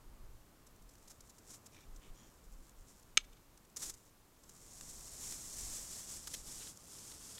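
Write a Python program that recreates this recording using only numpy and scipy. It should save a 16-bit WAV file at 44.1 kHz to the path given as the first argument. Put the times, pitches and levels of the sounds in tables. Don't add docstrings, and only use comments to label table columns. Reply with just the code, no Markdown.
import sys
import numpy as np
from scipy import signal
from scipy.fft import rfft, irfft
from scipy.io import wavfile

SR = 44100
rng = np.random.default_rng(int(sys.argv[2]) if len(sys.argv) > 2 else 0)


def file_out(sig):
    cols = np.atleast_2d(sig).T
    lim = np.clip(cols, -1, 1)
    pcm = np.round(lim * 32767).astype(np.int16)
    wavfile.write(sys.argv[1], SR, pcm)


N = 326278

# t/s, level/dB
BREEZE_LEVEL = [(0, -64), (1.4, -68), (3.1, -62), (4.3, -74), (5.3, -61), (7.4, -72)]
# t/s, length/s, level/dB
GUSTS = [(.05, 0.14, -53), (.19, 0.19, -50), (.78, .1, -58), (1.21, 0.092, -58.5), (1.85, 0.15, -51.5),
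         (2.08, 0.074, -52.5), (2.46, 0.18, -53), (2.78, 0.085, -59), (3.83, 0.16, -59), (4.8, 0.24, -58),
         (5.6, 0.14, -48), (6.39, 0.11, -54.5)]
# f/Hz, level/dB
WIND_SPECTRUM = [(7.1, -27), (12, 1.5), (38, -0.5), (61, -13.5), (92, -21.5), (120, -18), (160, -54.5),
                 (260, -120)]
# t/s, level/dB
RUSH_LEVEL = [(0, -65), (.8, -67), (2, -64.5), (2.6, -66.5), (3.2, -67), (4.3, -68.5), (5, -66),
              (7.4, -65.5)]
# f/Hz, level/dB
RUSH_SPECTRUM = [(60, -2.5), (100, -3), (300, -7.5), (750, -14.5), (1150, -14), (1800, -23), (3000, -30)]
# f/Hz, level/dB
HISS_SPECTRUM = [(1000, -2.5), (2000, 0), (4000, -0.5), (7000, 0.5), (10000, -2), (14000, -0.5),
                 (16000, -7.5)]
# t/s, length/s, level/dB
FLICKS = [(.664, 0.017, -59.5), (.889, 0.013, -60.5), (.952, .007, -57.5), (1.074, 0.019, -57.5),
          (1.094, 0.035, -54.5), (1.2045, 0.0095, -53.5), (1.292, 0.02, -57), (1.381, 0.013, -56.5),
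          (1.499, 0.023, -53.5), (1.529, 0.036, -53), (1.657, 0.02, -53.5), (1.959, 0.011, -58.5),
          (2.693, 0.0059, -57), (3.573, 0.0096, -58.5), (3.7605, 0.023, -41.5), (3.815, 0.04, -41),
          (3.854, .02, -47), (3.8925, 0.017, -41.5), (3.933, 0.023, -55), (4.432, .016, -60.5),
          (4.49, 0.014, -54), (4.8098, 0.0033, -41.5), (5.321, .009, -42), (6.2695, .016, -40),
          (6.3335, .022, -39.5), (6.7725, 0.0041, -49.5)]
# f/Hz, level/dB
FLICK_SPECTRUM = [(180, -38), (300, -9.5), (773, -16.5), (1340, -11.5), (2770, -16), (3930, -8.5),
                  (4640, -9.5), (5210, -3), (7380, -0.5), (9010, -7), (12600, -12), (14800, -23),
                  (15800, -24)]
# t/s, time to release/s, level/dB
STIRS = [(.85, 2.25, -75.5), (3.85, 0.19, -71.5)]
# f/Hz, level/dB
WING_SPECTRUM = [(700, -19), (1100, -27.5), (1900, -16), (2800, -18), (4300, -10.5), (4800, -11),
                 (5500, -3.5), (6100, -4), (7200, 0), (8000, -2), (9500, -9), (11700, -11.5), (15500, -24)]
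# t/s, time to release/s, level/dB
SWEEPS = [(1.46, 0.083, -59.5), (2.85, 0.049, -65), (3.77, 0.11, -49), (4.85, 0.043, -54), (5.2, .13, -48),
          (5.55, 0.16, -50), (5.7, 0.085, -47.5), (5.89, 0.12, -51.5), (6.06, 0.1, -50),
          (6.275, 0.092, -53), (6.44, .25, -50.5), (6.89, 0.26, -56.5), (7.19, 0.24, -57)]
# t/s, level/dB
PASSING_LEVEL = [(4.3, -86), (4.53, -64), (4.78, -56.5), (5.2, -51.5), (5.55, -49.5), (5.9, -51),
                 (6.25, -54.5), (6.74, -63.5), (6.95, -57)]
# f/Hz, level/dB
TAIL_SPECTRUM = [(900, -17), (2600, -13.5), (3400, -7.5), (4100, -8.5), (5400, -1), (7600, 1), (9800, -3.5),
                 (11200, -9.5), (13000, -10), (15500, -25)]
# t/s, tail share/1
TAIL_SHARE = [(5.7, 0.05), (6.15, 0.5), (6.6, 0.75), (7.0, 1)]
# t/s, length/s, level/dB, low f/Hz, mid f/Hz, high f/Hz
NOTES = [(1.72, .13, -65, 2380, 3670, 5720), (2.008, 0.1, -67, 2330, 3000, 3500),
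         (2.14, 0.16, -68, 3240, 5800, 6900)]
# f/Hz, level/dB
RASP_SPECTRUM = [(1800, 1.5), (2400, -2.5), (4000, -4.5), (7000, -2.5), (9000, -9)]
# drive level/dB, roll-off f/Hz
SNAPS = [(1.5, 5600), (3.2, 8000)]
# f/Hz, width/Hz, gain/dB
THROAT = [(1290, 150, 5.5), (2310, 140, 11), (2954, 400, 14), (3600, 180, 8.5), (4070, 190, 11),
          (5260, 130, 10.5), (5650, 110, -10), (6370, 300, 20.5), (7150, 98, -12.5), (7710, 1000, 13.5),
          (8270, 400, 8), (9870, 230, -12.5), (11350, 270, 16.5), (12200, 6900, -19.5)]
# delay/s, level/dB
ECHOES = [(.012, -30.5), (.032, -36), (.07, -41.5), (.157, -45.5), (.197, -45.5)]
# t/s, length/s, level/dB
CRUNCHES = [(5.305, .04, -65), (6.272, 0.0064, -47.5), (6.338, 0.015, -46), (6.603, 0.036, -56),
            (6.67, 0.0065, -54.5), (7.115, 0.011, -57), (7.379, 0.0059, -48)]
# f/Hz, level/dB
CRUNCH_SPECTRUM = [(250, -4), (500, -12), (1000, -17), (1600, -2), (2400, -3), (3100, 3), (4000, 3.5),
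                   (5000, -7), (9000, -28)]

TIME_S = np.arange(N) / SR
FREQ_HZ = np.arange(N // 2 + 1) * SR / N


def from_db(db):
    return 10 ** (np.asarray(db) / 20)


def unit_rms(x):
    return x / np.sqrt(np.mean(x ** 2) + 1e-20)


def level(rows):
    return from_db(np.interp(TIME_S, *np.transpose(rows)))


def cut(x, hz, kind, order=2):
    return signal.sosfilt(signal.butter(order, hz, kind, fs=SR, output="sos"), x + 1e-18)


def coloured(x, spectrum):
    hz, db = np.transpose(spectrum)
    f_hz = np.maximum(FREQ_HZ, 1)
    skirts = np.minimum(f_hz / hz[0], 1) ** 2 * np.minimum(hz[-1] / f_hz, 1) ** 2
    gain = from_db(np.interp(np.log(f_hz), np.log(hz), db))
    return unit_rms(irfft(rfft(x) * skirts * gain, N))


def resonance(x, hz, width_hz, db):
    cosine, width = np.cos(2 * np.pi * hz / SR), np.tan(np.pi * width_hz / SR)
    boost, dip = width * max(from_db(db), 1), width * max(from_db(-db), 1)
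    return signal.lfilter([1 + boost, -2 * cosine, 1 - boost], [1 + dip, -2 * cosine, 1 - dip], x)


def flutter(rate_hz, depth_db):
    knots = rng.standard_normal(N)
    return from_db(depth_db * np.interp(TIME_S * rate_hz, np.arange(N), knots))


def slips(per_s):
    chance = np.clip(per_s / SR, 1e-4, 1)
    return (rng.random(N) < chance) * rng.standard_normal(N) / np.sqrt(chance)


def strokes(rows, rise_share, taper=0.71):
    power = np.zeros(N)
    for start_s, length_s, db in rows:
        span = slice(int(start_s * SR), int((start_s + length_s) * SR) + 2)
        triangle = np.interp((TIME_S[span] - start_s) / length_s, [0, rise_share, 1], [0, 1, 0])
        power[span] += from_db(db) ** 2 * triangle ** taper
    return np.sqrt(power)


def swells(rows, attack_s, release_s):
    power = np.zeros(N)
    for start_s, held_s, db in rows:
        attack = np.clip((TIME_S - start_s) / attack_s, 0, 1)
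        release = np.clip(1 - (TIME_S - start_s - held_s) / release_s, 0, 1)
        power += (from_db(db) * attack * release) ** 2
    return np.sqrt(power)


def wind():
    breeze = level(BREEZE_LEVEL) * flutter(rate_hz=7.4, depth_db=3.5)
    gain = np.hypot(breeze, strokes(GUSTS, rise_share=0.48))
    return gain * coloured(rng.standard_normal(N), WIND_SPECTRUM)


def rush(pressure, body_max_db=-59.5, body_exponent=0.63):
    body = from_db(body_max_db) * (pressure / pressure.max()) ** body_exponent
    return np.hypot(level(RUSH_LEVEL), body) * coloured(rng.standard_normal(N), RUSH_SPECTRUM)


def hiss(level_db=-71.5):
    return from_db(level_db) * coloured(rng.standard_normal(N), HISS_SPECTRUM)


def feather_flicks(faint_per_s=4, faint_length_s=0.0095, faint_db=-66):
    starts_s = FLICKS[0][0] + np.cumsum(rng.exponential(1, size=60)) / faint_per_s
    faint = [(start_s, faint_length_s, faint_db) for start_s in starts_s]
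    barbs = coloured(slips(per_s=22000), FLICK_SPECTRUM)
    return strokes(FLICKS + faint, rise_share=0.37, taper=1.63) * barbs


def feather_stir():
    crackle = coloured(slips(per_s=1500), WING_SPECTRUM) * flutter(rate_hz=34, depth_db=4.5)
    return swells(STIRS, attack_s=0.073, release_s=0.13) * crackle


def rub_pressure():
    return np.hypot(level(PASSING_LEVEL), swells(SWEEPS, attack_s=0.036, release_s=0.055))


def feather_rub(pressure, base_per_s=1500, added_per_s=36000):
    barbs = slips(base_per_s + added_per_s * pressure / pressure.max())
    tail_share = np.interp(TIME_S, *np.transpose(TAIL_SHARE))
    wing = (1 - tail_share) * coloured(barbs, WING_SPECTRUM)
    tail = tail_share * coloured(barbs, TAIL_SPECTRUM)
    return pressure * (wing + tail) * flutter(rate_hz=90, depth_db=0.86)


def scratchy_notes():
    rasp = coloured(slips(per_s=3600), RASP_SPECTRUM)
    notes = np.zeros(N)
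    for start_s, length_s, db, *peaks_hz in NOTES:
        note = rasp
        for hz in peaks_hz:
            note = resonance(note, hz, width_hz=260, db=12)
        notes += strokes([(start_s, length_s, db)], rise_share=0.3) * unit_rms(note)
    return notes * flutter(rate_hz=340, depth_db=2.0)


def pop(start_s=3.17263, gap_s=0.003095, chest_gain_db=-8.5):
    snaps = np.zeros(N)
    for k, (db, rolloff_hz) in enumerate(SNAPS):
        click = irfft(np.exp(-2j * np.pi * FREQ_HZ * (start_s + k * gap_s)), N)
        snaps += from_db(db) * cut(click, rolloff_hz, "low")
    voice = cut(snaps, hz=1260, kind="high", order=12)
    for hz, width_hz, db in THROAT:
        voice = resonance(voice, hz, width_hz, db)
    knock = cut(snaps, hz=570, kind="low", order=6)
    knock = cut(knock, hz=200, kind="high", order=1)
    return voice + from_db(chest_gain_db) * knock


def forest_echo(x, near_db=-20.5, near_t60_s=0.1, far_db=-39, far_t60_s=0.7, smear_s=0.0048):
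    t_s = TIME_S[:SR]
    envelopes = [(near_db, from_db(-60 * t_s / near_t60_s)), (far_db, from_db(-60 * t_s / far_t60_s))]
    envelopes += [(db, np.exp(-np.abs(t_s - delay_s) / smear_s)) for delay_s, db in ECHOES]
    response = np.zeros(SR)
    for db, envelope in envelopes:
        response += from_db(db) * envelope / np.linalg.norm(envelope) * rng.standard_normal(SR)
    response = resonance(response, hz=4080, width_hz=1500, db=0.5)
    return cut(signal.fftconvolve(x, response)[:N], hz=6800, kind="low")


def snow_crunch():
    return strokes(CRUNCHES, rise_share=0.24) * coloured(slips(per_s=6300), CRUNCH_SPECTRUM)


def scene():
    pressure = rub_pressure()
    air = wind() + rush(pressure) + hiss()
    feathers = feather_flicks() + feather_stir() + feather_rub(pressure)
    bird = feathers + scratchy_notes() + pop() + snow_crunch()
    return np.tile(air + bird + forest_echo(bird), (2, 1))


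def record(dry, cutoff_hz=15800):
    return signal.sosfilt(signal.ellip(10, 0.1, 70, cutoff_hz, fs=SR, output="sos"), dry)


dry = scene()
out = record(dry)
file_out(out)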